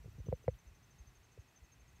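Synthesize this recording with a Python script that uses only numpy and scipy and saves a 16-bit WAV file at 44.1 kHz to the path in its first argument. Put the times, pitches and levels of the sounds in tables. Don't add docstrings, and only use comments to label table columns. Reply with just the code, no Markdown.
import sys
import numpy as np
from scipy import signal
from scipy.fft import rfft, irfft
from scipy.io import wavfile
from scipy.ndimage import uniform_filter1d

SR = 44100
rng = np.random.default_rng(int(sys.argv[2]) if len(sys.argv) > 2 else 0)


def gain_from_decibels(decibels):
    exponent = np.asarray(decibels, float) / 20
    return 10 ** exponent


def generate_wav(signal):
    frames = np.transpose(np.atleast_2d(signal))
    scaled = np.clip(frames, -1, 1) * 32767
    pcm = np.round(scaled).astype(np.int16)
    wavfile.write(sys.argv[1], SR, pcm)


N = 88200


def add(out, x, at_s):
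    i = int(round(at_s * SR))
    a, b = max(i, 0), min(i + len(x), N)
    out[a:b] += x[a - i:b - i]


def walk(rate_hz):
    k = int(SR / rate_hz)
    steps = np.repeat(rng.standard_normal(N // k + 1), k)
    return 1.3 * uniform_filter1d(uniform_filter1d(steps, k), k)[:N]


def band(x, order, low_hz, high_hz):
    return signal.sosfilt(signal.butter(order, [low_hz, high_hz], "band", fs=SR, output="sos"), x)


def hiss(shape, db, swell_db, flicker_db, flicker_hz):
    f = np.maximum(np.fft.rfftfreq(N, 1 / SR), 1)
    hz, per_hz = np.array(shape, float).T
    colour_db = np.interp(np.log(f), np.log(hz), per_hz, left=-80, right=-80)
    spectrum = rfft(rng.standard_normal(N)) * gain_from_decibels(colour_db)
    out, swell = 0, walk(2.3)
    for k in range(8, 30):
        share = np.clip(1 - np.abs(2 * np.log2(f) - k), 0, 1)
        out = out + irfft(spectrum * share, N) * gain_from_decibels(swell_db * swell + flicker_db * walk(flicker_hz))
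    return out * gain_from_decibels(db) / np.std(out)


# frequency in Hz, density in dB per Hz.
AIR = [(180, -19.5), (500, -23.5), (2300, -28.5), (3200, -32), (7000, -35.5), (10400, -42.5), (12500, -41),
       (15800, -45)]
# frequency in Hz, density in dB per Hz.
CHORUS = [(1700, -31), (1950, -1), (2250, -19), (2600, 0), (2800, -17)]


def garden_air():
    air = hiss(AIR, db=-71, swell_db=.25, flicker_db=.5, flicker_hz=12.57)
    return air + hiss(CHORUS, db=-82.5, swell_db=0.69, flicker_db=0.82, flicker_hz=25)


# frequency in Hz, density in dB per Hz.
RUMBLE = [(20, -27), (35, -10.5), (55, 5), (80, -5.5), (125, -2), (190, -13), (400, -36.5)]
# time in seconds, level in dB.
GRIP = [(0, 11), (.1, 8.5), (.3, 4), (.55, 4.5), (.8, 0.5), (1.3, 1), (2, 2.5)]


def hand_rumble():
    rumble = hiss(RUMBLE, db=-68.5, swell_db=0, flicker_db=3, flicker_hz=6.9)
    return rumble * gain_from_decibels(np.interp(np.arange(N) / SR, *np.array(GRIP).T))


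# centre in seconds, peak in dB, pitch at the top of the arch in Hz.
CHIRPS = [(.043, -73, 5986), (.117, -76, 6094), (.196, -71, 6094), (.272, -66, 6126), (.357, -70.5, 6150),
          (.438, -73, 6140), (.519, -69.5, 6245), (.596, -69.5, 6239), (.68, -70, 6234),
          (.758, -68.7, 6250), (.839, -71, 6260), (.917, -68.8, 6266), (.997, -65, 6420),
          (1.081, -65.3, 6277), (1.163, -67, 6410), (1.244, -69.8, 6415), (1.325, -71.5, 6320),
          (1.409, -70, 6417), (1.489, -71, 6410), (1.569, -65.5, 6261), (1.648, -69.8, 6400),
          (1.73, -65, 6401), (1.808, -68.7, 6379), (1.888, -70.3, 6430), (1.967, -70.7, 6428)]
# delay in seconds, level in dB.
HEDGE_ECHOES = [
    (.006, -15),
    (.017, -16),
]


def cricket():
    rise_s, fall_s, rise_sharpness, fall_sharpness = 0.012, .013, 3.4, 1.8
    rise_sag_hz, fall_sag_hz = 70, 70
    sag_from_hz, sag_per_hz = 6100, .6
    out, t = np.zeros(N), np.arange(-.04, .04, 1 / SR)
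    u = np.where(t < 0, -t / rise_s, t / fall_s)
    shape = np.exp(-u ** np.where(t < 0, rise_sharpness, fall_sharpness))
    for at, db, top_hz in CHIRPS:
        extra = sag_per_hz * max(top_hz - sag_from_hz, 0)
        sag = np.where(t < 0, rise_sag_hz + .3 * extra, fall_sag_hz + extra) * u ** 2
        tone = np.sin(2 * np.pi * np.cumsum(top_hz - sag) / SR)
        add(out, gain_from_decibels(db) * shape * tone, at + t[0])
    out = out * gain_from_decibels(-0.63 + 2.6 * walk(400))
    return out + sum(gain_from_decibels(db) * np.roll(out, int(s * SR)) for s, db in HEDGE_ECHOES)


def sagging_pulses(table, rise_cycles, fall_cycles, sag):
    out = np.zeros(N)
    for at, db, hz in table:
        cycles = np.arange(-3, 5, hz / SR)
        shape = np.exp(-(cycles / np.where(cycles < 0, rise_cycles, fall_cycles)) ** 2)
        tone = np.cos(2 * np.pi * (cycles - sag * cycles ** 2))
        add(out, gain_from_decibels(db) * shape * tone, at + cycles[0] / hz)
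    return out


# centre in seconds, peak in dB, pitch in Hz.
BUMPS = [(.046, -55, 470), (.06, -52, 490), (.08, -55, 362), (.183, -56.5, 450), (.192, -55.5, 268),
         (.203, -55, 510), (.262, -55, 300), (.27, -48, 490), (.287, -38.5, 454), (.286, -54, 1000),
         (.29, -48, 286), (.443, -54, 487), (1.3775, -50.5, 480), (.32, -43, 484)]


def finger_bumps():
    return sagging_pulses(BUMPS, rise_cycles=0.69, fall_cycles=1.83, sag=0.024)


# centre in seconds, peak in dB, pitch in Hz.
THUMPS = [(.0549, -55, 150), (.0626, -44.5, 142), (.0634, -59.5, 58), (.0896, -45.5, 95.5),
          (.1201, -55, 107), (.155, -52.5, 102), (.1892, -43, 137), (.2068, -39, 81.3), (.2414, -61, 55),
          (.2493, -47.5, 123), (.2683, -46, 150), (.2885, -34.5, 155), (.2974, -37, 94), (.3123, -46.5, 70),
          (.3336, -32.5, 135), (.3459, -46.5, 75), (.4732, -48, 78), (.4878, -28, 121.6),
          (.5315, -45.5, 65), (.5507, -54, 61), (.6786, -51.5, 62.3), (.722, -54.5, 74), (.83, -64.5, 59),
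          (1.0104, -47, 63), (1.082, -53.5, 61), (1.1743, -55.5, 60), (1.3944, -45, 92.4),
          (1.63, -51.5, 64), (1.83, -59, 55.4), (1.947, -57, 90)]


def grip_thumps():
    return sagging_pulses(THUMPS, rise_cycles=0.71, fall_cycles=1.29, sag=0.17)


# centre in seconds, level in dB, length in seconds, low Hz,
# high Hz.
RUSTLES_AND_BIRD = [
    (.12, -88, .04, 12500, 15000),
    (.27, -85, .04, 14000, 16000),
    (0.26, -74, 0.0082, 2800, 3300),
    (0.298, -78, 0.022, 2880, 3400),
    (.55, -83, .025, 11500, 15500),
    (0.546, -77.5, .01, 3050, 3700),
    (0.22, -87.5, .35, 11500, 15500),
]


def rustles_and_bird():
    out, t = np.zeros(N), np.arange(N) / SR
    for at, db, length_s, low_hz, high_hz in RUSTLES_AND_BIRD:
        breath = band(rng.standard_normal(N), 2, low_hz, high_hz)
        level = gain_from_decibels(db + 3.5 * walk(150))
        out += level * breath / np.std(breath) * np.exp(-((t - at) / length_s) ** 2)
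    return out


# start in seconds, peak in dB.
TICKS = [(.13, -66), (.279, -68), (.335, -68), (.897, -66), (.98, -69), (1.03, -65), (1.145, -67),
         (1.33, -63), (1.53, -68), (1.63, -66), (1.93, -65)]


def leaf_ticks():
    tick_hz, fall_ms = 13000, .4
    out, t = np.zeros(N), np.arange(0, .003, 1 / SR)
    for at, db in TICKS:
        grain = rng.standard_normal(len(t))
        add(out, gain_from_decibels(db) * np.exp(-t * 1000 / fall_ms) * grain, at)
    return band(out, 2, .7 * tick_hz, 1.2 * tick_hz)


# start in seconds, ring in dB, tick in dB.
KNOCKS = [
    (0.3248, -23, -56.5),
    (.479, -19, -47),
]
# pitch in Hz, level in dB, fall in ms.
CASE = [(950, 6, 2.5), (1370, -5, 4), (1660, -7, 3.5), (2010, 2, 3), (2300, 0, 2), (3500, -14, 1),
        (4200, -12, 1.2)]


def knocks():
    ring_hz, sharp_hz, settle_ms = 503.8, 300, 1.17
    ring_late_ms, ring_rise_ms, ring_fall_ms, tick_rise_ms = 0.79, 1.49, 7.34, .9
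    out, t = np.zeros(N), np.arange(0, .05, 1 / SR)
    ms = t * 1000
    tick = np.zeros(len(t))
    for k, (hz, db, fall_ms) in enumerate(CASE):
        sign = (-1) ** k
        tick += sign * gain_from_decibels(db) * np.exp(-ms / fall_ms) * np.sin(2 * np.pi * hz * t)
    tick = tick * (1 - np.exp(-(ms / tick_rise_ms) ** 2))
    pitch = ring_hz + sharp_hz * np.exp(-ms / settle_ms)
    shape = (1 - np.exp(-(ms / ring_rise_ms) ** 2)) * np.exp(-(ms / ring_fall_ms) ** 1.45)
    ring = shape * np.sin(2 * np.pi * np.cumsum(pitch) / SR)
    for at, ring_db, tick_db in KNOCKS:
        add(out, gain_from_decibels(tick_db) * tick, at)
        add(out, gain_from_decibels(ring_db) * ring, at + ring_late_ms / 1000)
    return out


def scene():
    garden = garden_air() + cricket() + leaf_ticks()
    hand = hand_rumble() + finger_bumps() + grip_thumps() + knocks()
    return (garden + hand + rustles_and_bird())[None]


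def band_limit(x):
    return signal.sosfilt(signal.butter(12, 15710, fs=SR, output="sos"), x)


# centre in Hz, width in Hz, depth from 0 to 1.
PORT_DIPS = [(565, 132, 0.34), (4910, 300, 0.35), (10620, 770, 0.25)]


def record(dry):
    for hz, width_hz, depth in PORT_DIPS:
        dry = dry - depth * signal.lfilter(*signal.iirpeak(hz, hz / width_hz, fs=SR), dry)
    low_cut = signal.butter(2, 27.5, "high", fs=SR, output="sos")
    top_cut = signal.ellip(10, .3, 70, 15700, fs=SR, output="sos")
    heard = signal.sosfilt(top_cut, signal.sosfiltfilt(low_cut, dry))
    return band_limit(heard)


dry = scene()
out = record(dry)
generate_wav(out)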